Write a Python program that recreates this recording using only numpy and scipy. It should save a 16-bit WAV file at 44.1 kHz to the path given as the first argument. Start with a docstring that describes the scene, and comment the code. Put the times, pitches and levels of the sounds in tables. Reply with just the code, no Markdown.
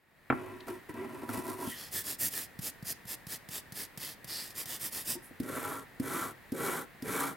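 """A small wire brush scrubs a rusty screwdriver on a workbench, close to a pair of microphones in a quiet workshop.
The blade knocks down and is scraped with its tip on the bench, then is lifted and brushed in quick strokes;
last, four long strokes run over the plastic handle. Each stroke is a swell of random wire snaps, coloured
by the surface. Whatever touches the bench rings its modes; some wires sing, the blade groans at times,
and steady room noise with a soft whirr lies behind."""
import sys
import numpy as np
from scipy import signal
from scipy.fft import irfft
from scipy.io import wavfile
from scipy.ndimage import uniform_filter1d

SR = 44100
rng = np.random.default_rng(int(sys.argv[2]) if len(sys.argv) > 2 else 0)


def pcm_store(signal):
    """Save signal as 16-bit PCM."""
    levels = np.round(np.clip(np.atleast_2d(signal), -1, 1) * 32767)
    wavfile.write(sys.argv[1], SR, levels.astype(np.int16).T)


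N = 324972
TIME = np.arange(N) / SR  # s
TAPS = 8192
HZ = np.fft.rfftfreq(TAPS, 1 / SR)  # frequency grid of the colouring filters

# Long strokes on the handle, which lies on the bench. Each row: landing in seconds, length in seconds,
# landing thump in dB, bench boom at its fullest in dB, wire hiss at its fullest in dB.
HANDLE_STROKES = [(5.400, 0.46, -23, -42.5, -44.5), (5.998, 0.34, -22, -40, -41),
                  (6.52, 0.34, -23.5, -39.5, -40), (7.023, 0.33, -29.5, -38.5, -38.5)]
# Spectrum of a wire snapping on bare steel. Each row: frequency in Hz, relative level in dB.
STEEL = [(40, -5), (110, 0), (300, 0.5), (700, -3), (1500, -4.5), (1820, 1.5), (2250, -4.5), (2800, -4),
         (3400, -1), (4100, -2.5), (5000, 2.5), (6300, -3.5), (11800, 1.5), (15800, -3.5)]


def amp(db):
    """Amplitude factor of a level in dB."""
    return 10 ** (np.asarray(db) / 20)


def evened(x):
    """Scales to rms 1."""
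    return x / np.sqrt(np.mean(x ** 2) + 1e-20)


def read(points, hz):
    """A spectrum in dB, joined on a log-frequency axis."""
    f, db = np.transpose(points)
    return np.interp(np.log(hz + 1), np.log(f), db)


def convolve(x, response):
    """Passes each channel through an impulse response, keeping the length of x."""
    full = signal.fftconvolve(np.atleast_2d(x), np.atleast_2d(response), axes=1)
    return full[:, :x.shape[-1]]


def colour(x, db):
    """Causal (minimum-phase) filter with the gain db on the grid HZ."""
    log_gain = np.log(amp(np.r_[db, db[-2:0:-1]]))
    spectrum = np.exp(np.conj(signal.hilbert(log_gain)))
    return convolve(x, irfft(spectrum[:len(HZ)]))


def cut(x, hz, kind, order=2):
    """Butterworth low-pass or high-pass at hz."""
    sos = signal.butter(order, min(hz, SR / 2 - 1), kind, fs=SR, output="sos")
    return signal.sosfilt(sos, x)


def add(mix, s, sound):
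    """Lays a sound into the mix at s seconds."""
    part = mix[:, round(s * SR):][:, :sound.shape[-1]]
    part += sound[..., :part.shape[1]]


def noise_pair(size, apart):
    """Noise for two microphones; apart is the part that they hear in opposite sign."""
    mid, side = rng.standard_normal((2, size))
    return evened(np.array([mid + apart * side, mid - apart * side]))


def swell(start, length, peak, fullness, t=TIME):
    """A rounded rise and fall from 0 to 1 and back, highest at the share peak of its length."""
    top = start + length * np.clip(peak, .02, .98)
    ramp = np.interp(t, [start, top, start + length], [0, 1, 0])
    return np.sin(np.pi / 2 * ramp) ** abs(fullness)  # a power under 1 fills out the swell


def floor():
    """Steady room noise with a soft whirr near 1.9 kHz."""
    # Spectrum of the room. Each row: frequency in Hz, relative level in dB per Hz.
    room = [(15, -50), (25, -9.5), (141, -2.5), (516, -9.5), (641, -9.5), (1400, -12), (1840, -6.5),
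            (3080, -19.5), (4140, -21.5), (5880, -29.5), (16000, -24.5)]
    air_db, whirr_db = -55.5, -66.5
    air = evened(colour(noise_pair(N, apart=0.54), read(room, HZ)))
    whirr_band = -20 * np.log10(1 + ((HZ - 1880) / 110) ** 2)
    whirr = evened(colour(noise_pair(N, apart=0.17), whirr_band))
    return amp(air_db) * air + amp(whirr_db) * whirr


def workshop(x, wet_db, t60, dull_hz):
    """A faint, short tail from the back wall and the room: decaying noise that starts after 3 ms."""
    t = np.arange(SR // 2) / SR
    decay = amp(-60 * t / t60) * (t > .003)
    tail = cut(rng.standard_normal((2, len(t))) * decay, dull_hz, "low", order=1)
    return x + amp(wet_db) * convolve(x, tail / np.linalg.norm(tail[0]))


def bench_ring(axis, blur_db, blur_t60):
    """The bench top's answer to one tap: decaying modes, with noise for the many weaker ones."""
    # Modes of the bench top. 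Each row: frequency in Hz, width in Hz,
    # relative level in dB when driven through the tip, the same through the handle.
    bench = [(145.6, 15.5, -9, -9), (233, 11.8, 5, -6.5), (273.6, 17.2, 3.5, 4), (369, 8.8, 8.5, 5),
             (429, 65, -8, -2.5), (648, 224, -15, -10.5), (821, 16.5, -9.5, -1), (977.3, 34, -5.5, -3),
             (1070, 11, -8.5, -4), (1107, 24, -15, -1.5), (1199, 8.5, -13, 1.5), (1338, 45, -12, 3),
             (1610, 375, -31, -9), (1960, 50, -11, -6), (2278, 117, -32, -12.5)]
    # Blur of its many weaker modes. Each row: frequency in Hz, relative level in dB.
    bench_blur = [(30, -53), (100, -7), (300, -2), (700, -8), (1400, -13), (2400, -17.5), (3300, -23),
                  (6000, -63)]
    t = np.arange(SR // 3) / SR
    ring = 0
    for k, mode in enumerate(bench):
        hz, width = mode[:2]
        decay = width * np.exp(-np.pi * width * t)
        ring = ring + (-1) ** k * amp(mode[axis]) * decay * np.sin(2 * np.pi * hz * t)
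    blur = colour(noise_pair(len(t), apart=0.39) * amp(-60 * t / blur_t60), read(bench_blur, HZ))
    return evened(ring) + amp(blur_db) * evened(blur)


def tick(t):
    """The wire ends strike: a short burst in the colour of steel, peak 1."""
    t60 = 0.046  # s
    burst = colour(noise_pair(len(t), apart=0.29) * amp(-60 * t / t60), read(STEEL, HZ))
    return burst / abs(burst).max()


def groaning_blade():
    """The blade rings in its wavering bending modes, dragged on the bench or, last, as the brush flicks off its tip."""
    # Each row: start in seconds, length in seconds, lowest mode in Hz, level in dB before the swell.
    groans = [(0.424, 0.2, 370, -46), (0.669, 0.098, 360, -38.5), (0.993, 0.065, 380.3, -36.5),
              (5.145, 0.051, 354, -43.5)]
    # Bending modes of the blade. Each row: multiple of the lowest, relative level in dB.
    blade = [(1, 11), (2.599, -4), (5.4, -17.5)]
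    waver, waver_hz = 0.02, 60  # rms share of the pitch, upper limit in Hz
    out, t = np.zeros((2, N)), TIME[:SR // 2]
    for start, length, hz, db in groans:
        drift = 1 + waver * evened(cut(rng.standard_normal((len(blade), len(t))), waver_hz, "low"))
        tone = 0
        for (multiple, mode_db), d in zip(blade, drift):
            phase = 2 * np.pi * np.cumsum(hz * multiple * d) / SR
            tone = tone + amp(mode_db) * np.sin(phase)
        add(out, start, amp(db) * evened(tone) * swell(0, length, peak=0.46, fullness=1.8, t=t))
    return out


def singing_wires():
    """Sliding wires ring in a narrow band of noise that swells and fades."""
    # Each row: start in seconds, length in seconds, centre in Hz, width in Hz, level in dB before the swell.
    sings = [(0.602, 0.014, 3900, 1010, -50.5), (1.629, 0.23, 3170, 377, -52),
             (1.684, 0.12, 1890, 140, -48), (1.938, 0.11, 1790, 80, -44.5), (2.188, 0.13, 1860, 100, -46),
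             (2.321, 0.13, 1780, 80, -49.5), (4.267, 0.24, 4700, 600, -42), (5.21, 0.12, 10800, 2000, -55)]
    out = np.zeros((2, N))
    for start, length, hz, width, db in sings:
        band_db = -20 * np.log10(1 + ((HZ - hz) / width) ** 2)
        band = evened(colour(noise_pair(SR, apart=0.21), band_db))
        add(out, start, amp(db) * band * swell(0, length, peak=0.29, fullness=2.2, t=TIME[:SR]))
    return out


def landings():
    """The brush ticks on the lifted shaft, which gives way in the hand and swings back once or twice."""
    # Each row: time in seconds, peak of the thump's envelope in dB, wire tick peak in dB.
    touches = [(2.59, -31.5, -33.5), (2.826, -34, -38.5), (3.053, -41.5, -40), (3.268, -37, -31.5),
               (3.488, -40.5, -33), (3.722, -39, -33.5), (3.975, -39.5, -29), (4.244, -43, -32),
               (4.505, -64, -35), (4.657, -49, -30)]
    bounce_hz, peak_s = 157.5, 0.0029  # pitch, time to the top of the envelope
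    out, t = np.zeros((2, N)), TIME[:SR // 4]
    envelope = t / peak_s * np.exp(1 - t / peak_s)
    bounce = -envelope * np.sin(2 * np.pi * bounce_hz * t)
    for s, thump_db, tick_db in touches:
        add(out, s, amp(thump_db) * bounce + amp(tick_db) * tick(t))
    return out


def blows():
    """Each blow clacks and thumps the bench, duller when cushioned by the bristles, and the wire ends tick."""
    # The screwdriver knocks on the bench. Each row: time in seconds, thump peak in dB before the flex is added,
    # hardness as a cut-off in Hz, wire tick peak in dB.
    knocks = [(0.301, -13, 2600, -47), (0.324, -18.5, 1750, -52), (0.682, -30.5, 1340, -38.5),
              (0.893, -43, 2220, -46), (0.941, -37, 343, -47), (1.231, -33.5, 890, -50),
              (1.291, -28.5, 1650, -37), (1.375, -30, 198, -36), (1.672, -29.5, 220, -35),
              (5.152, -36.5, 420, -55), (5.309, -42, 520, -64), (5.432, -36, 346, -38),
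              (7.076, -35, 340, -43)]
    cushion_hz, handle_tick_db = 344, -35
    on_handle = [(s, db, cushion_hz, handle_tick_db) for s, _, db, _, _ in HANDLE_STROKES]
    clack_t60, hand_t60, flex_t60 = 0.06, 0.17, 0.07  # s
    clack_db = 15.8  # relative to the ring, before the low-passes
    flex_db, flex_hz = -18, 150  # dB relative to the thump's peak
    wood_hz = 3200  # the wood carries little above this
    out, ring = np.zeros((2, N)), bench_ring(axis=3, blur_db=-3, blur_t60=0.1)
    t = np.arange(ring.shape[1]) / SR
    held = ring * amp(-60 * t / hand_t60)  # the hand damps the ring
    # the whole bench top gives a little
    flex = amp(flex_db - 60 * t / flex_t60) * np.sin(2 * np.pi * flex_hz * t)
    for s, thump_db, hard_hz, tick_db in list(knocks) + on_handle:
        clack = noise_pair(len(t), apart=0.11) * amp(clack_db - 60 * t / clack_t60)
        thump = cut(held + clack, hard_hz, "low", order=4)
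        thump = cut(thump, wood_hz, "low", order=4)
        add(out, s, amp(thump_db) * (thump / abs(thump).max() + flex) + amp(tick_db) * tick(t))
    return out


def snaps(size, per_s, spread_db, clump_db, clump_hz, slide, apart):
    """Wires catch and spring free, tuft by tuft, over the smooth noise of those that only slide."""
    strength = amp(spread_db * np.minimum(rng.exponential(1, size), 3.9)) * rng.choice([-1, 1], size)
    clicks = evened(strength * (rng.random(size) < per_s / SR))
    place = apart * rng.standard_normal(size)  # each snap leans to one microphone
    tufts = evened(cut(rng.standard_normal(size), clump_hz, "low"))
    wires = clicks * np.array([1 + place, 1 - place]) + slide * noise_pair(size, apart)
    return evened(wires * amp(clump_db * tufts))


def scrub_on_bench(wires, surface, ring, hiss_gain, boom_gain, rasp_gain, travel):
    """The same snaps hiss in the air and shake the bench: pressure makes it boom, speed makes it rasp."""
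    hiss = evened(colour(wires, read(surface, HZ))) * hiss_gain
    wood = convolve(wires, ring)
    boom = evened(cut(wood, 555, "low", order=4)) * boom_gain
    rasp = cut(wood, 810, "high", order=4)
    # as travel rises, the weight of the rasp shifts from the higher modes to the lower
    shift_db, split_hz = 4, 1450
    lean = amp(-shift_db * travel)
    higher = cut(rasp, split_hz, "high", order=3) * lean
    lower = cut(rasp, split_hz, "low", order=3) / lean
    return hiss + boom + evened(higher + lower) * rasp_gain


def tip():
    """Slow scraping: few wires let go at a time, and boom, rasp and hiss swell together."""
    # Scrapes with the tip on the bench. Each row: start in seconds, length in seconds,
    # share of it spent speeding up, bench boom at its fullest in dB, wire hiss at its fullest in dB.
    strokes = [(0.30, 0.4, 0.19, -44, -65.5), (0.665, 0.14, 0.067, -43, -55.5),
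               (0.888, 0.037, 0.28, -40, -56), (0.925, 0.19, 0.38, -40, -62.5),
               (1.05, 0.43, 0.27, -44.5, -61), (1.275, 0.18, 0.43, -37, -46),
               (1.425, 0.16, 0.34, -38.5, -47), (1.56, 0.15, 0.49, -39, -46),
               (1.64, 0.135, 0.46, -56, -43.5)]
    # Spectrum of a wire snapping on the rusty tip. Each row: frequency in Hz, relative level in dB.
    rust = [(200, -42), (2000, -7), (3200, 2.5), (5200, 4.5), (6800, 3.5), (10000, 10.5), (12500, 9),
            (15800, 3.5)]
    rasp_db = -5  # relative to the boom
    weight_db, weight_hz = -10.5, 170  # leaning on the tip makes the whole bench rumble below this pitch
    wires = snaps(size=N, per_s=730, spread_db=1.5, clump_db=1.5, clump_hz=80, slide=0.87, apart=0.14)
    hiss, boom = np.zeros((2, N))
    for start, length, peak, bench_db, hiss_db in strokes:
        effort = swell(start, length, peak, fullness=1)
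        hiss = np.hypot(hiss, amp(hiss_db) * effort)
        boom = np.hypot(boom, amp(bench_db) * effort)
    travel = np.interp(TIME, [strokes[0][0], strokes[-1][0]], [-0.3, 0.8])
    ring = bench_ring(axis=2, blur_db=-8, blur_t60=0.062)
    low_wood = evened(cut(convolve(wires, ring), weight_hz, "low", order=4))
    rumble = amp(weight_db) * low_wood * boom
    return rumble + scrub_on_bench(wires, rust, ring, hiss, boom, amp(rasp_db) * boom, travel)


def shaft():
    """Quick strokes on the lifted steel; each bends other wires, whose many resonances ripple the hiss."""
    # Each row: start in seconds, length in seconds, hiss level in dB before the swell.
    strokes = [(1.74, 0.18, -44), (1.906, 0.13, -33.5), (2.027, 0.14, -35.5), (2.181, 0.12, -28.5),
               (2.295, 0.18, -36), (2.604, 0.11, -35.5), (2.839, 0.1, -35), (3.061, 0.1, -37),
               (3.271, 0.11, -38.5), (3.495, 0.12, -38), (3.734, 0.14, -38.5), (3.978, 0.18, -40),
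               (4.26, 0.29, -40.5), (4.539, 0.11, -37), (4.653, 0.14, -37.5), (4.785, 0.12, -35),
               (4.902, 0.15, -37), (5.041, 0.13, -33)]
    # How a harder stroke changes the colour, hollowing out the middle.
    # Each row: frequency in Hz, change in dB per dB of force.
    brighten = [(250, 0.88), (900, 0), (1400, 0.14), (1850, 0.35), (2600, 0.63), (4000, 0.2), (8000, 0.98)]
    plain_db = -40.5  # hiss level at which a stroke has the plain steel colour; harder ones change it
    rise_s = 0.066  # the hand takes the same time to reach full speed in every stroke
    ripple_db = 2  # rms, less below 2 kHz
    out = np.zeros((2, N))
    grit_db = np.linspace(3.5, 1.9, len(strokes))  # the snaps grow more even as the rust wears off
    for (start, length, db), spread_db in zip(strokes, grit_db):
        speed = swell(0, length, rise_s / length, fullness=1.18, t=TIME[:SR // 2])
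        wires = snaps(size=SR // 2, per_s=6500, spread_db=spread_db, clump_db=1.5, clump_hz=221,
                      slide=0.83, apart=0.22)
        ripple = evened(uniform_filter1d(rng.standard_normal(len(HZ)), size=36))
        ripple = ripple * np.minimum(HZ / 2000, 1)
        tone_db = read(STEEL, HZ) + (db - plain_db) * read(brighten, HZ) + ripple_db * ripple
        add(out, start, amp(db) * evened(colour(wires, tone_db)) * speed)
    return out


def handle():
    """Long strokes along the plastic, all with one gesture; the handle lies a little differently each time."""
    # Spectrum of a wire snapping on grimy plastic. Each row: frequency in Hz, relative level in dB.
    grime = [(200, -32), (2000, -20.5), (3200, 0), (5000, -6.5), (7000, -2), (10000, 1.5), (12500, 1),
             (15800, -7.5)]
    press_s = 0.074  # the hand leans in at once
    speed_peak, rasp_peak = 0.49, 0.53  # shares of the stroke
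    rasp_db = 2.5  # relative to the boom
    # the fluted handle rocks under the brush, so its pressure on the bench wavers
    ridges_db, ridges_hz = 2, 34.3  # rms, upper limit
    out, t = np.zeros((2, N)), TIME[:SR]
    for start, length, _, bench_db, hiss_db in HANDLE_STROKES:
        wires = snaps(size=len(t), per_s=2400, spread_db=0.0, clump_db=1.8, clump_hz=110,
                      slide=0.97, apart=0.1)
        hiss = amp(hiss_db) * swell(0, length, speed_peak, fullness=1.17, t=t)
        boom = amp(bench_db) * swell(0, length, press_s / length, fullness=0.63, t=t)
        rasp = amp(bench_db + rasp_db) * swell(0, length, rasp_peak, fullness=1.31, t=t)
        travel = np.interp(t, [0, length], [-1, 1], right=0)
        ridges = amp(ridges_db * evened(cut(rng.standard_normal(len(t)), ridges_hz, "low")))
        ring = bench_ring(axis=3, blur_db=-4.5, blur_t60=0.77)
        rasp = rasp * np.sqrt(ridges)
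        add(out, start, scrub_on_bench(wires, grime, ring, hiss, boom * ridges, rasp, travel))
    return out


def scene():
    """Brush, blade and bench in the workshop, over room noise that fades in."""
    strokes = tip() + shaft() + handle()
    work = strokes + groaning_blade() + singing_wires() + landings() + blows()
    work = cut(work, 60, "high", order=3)  # the small objects radiate no deep bass
    fade_in = amp(np.interp(TIME, [0, .3, .6], [-15, -5, 0]))
    return workshop(work, wet_db=-15.5, t60=0.27, dull_hz=4270) + floor() * fade_in


def record(dry):
    """The two microphones differ slightly in colour; then a low-pass limits the band."""
    # Balance of the microphones. Each row: frequency in Hz, left minus right in dB.
    balance = [(40, -7), (250, 0.5), (500, -1), (1100, 1.5), (2000, 1.5), (4000, -0.8), (8000, 0),
               (13000, -2.4)]
    edge_hz = 16150
    lean_db = read(balance, HZ) / 2
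    pair = np.vstack([colour(dry[0], lean_db), colour(dry[1], -lean_db)])
    band_limit = signal.firwin(511, edge_hz, window=("kaiser", 9), fs=SR)
    return signal.oaconvolve(pair, band_limit[None], "same")


dry = scene()
out = record(dry)
pcm_store(out)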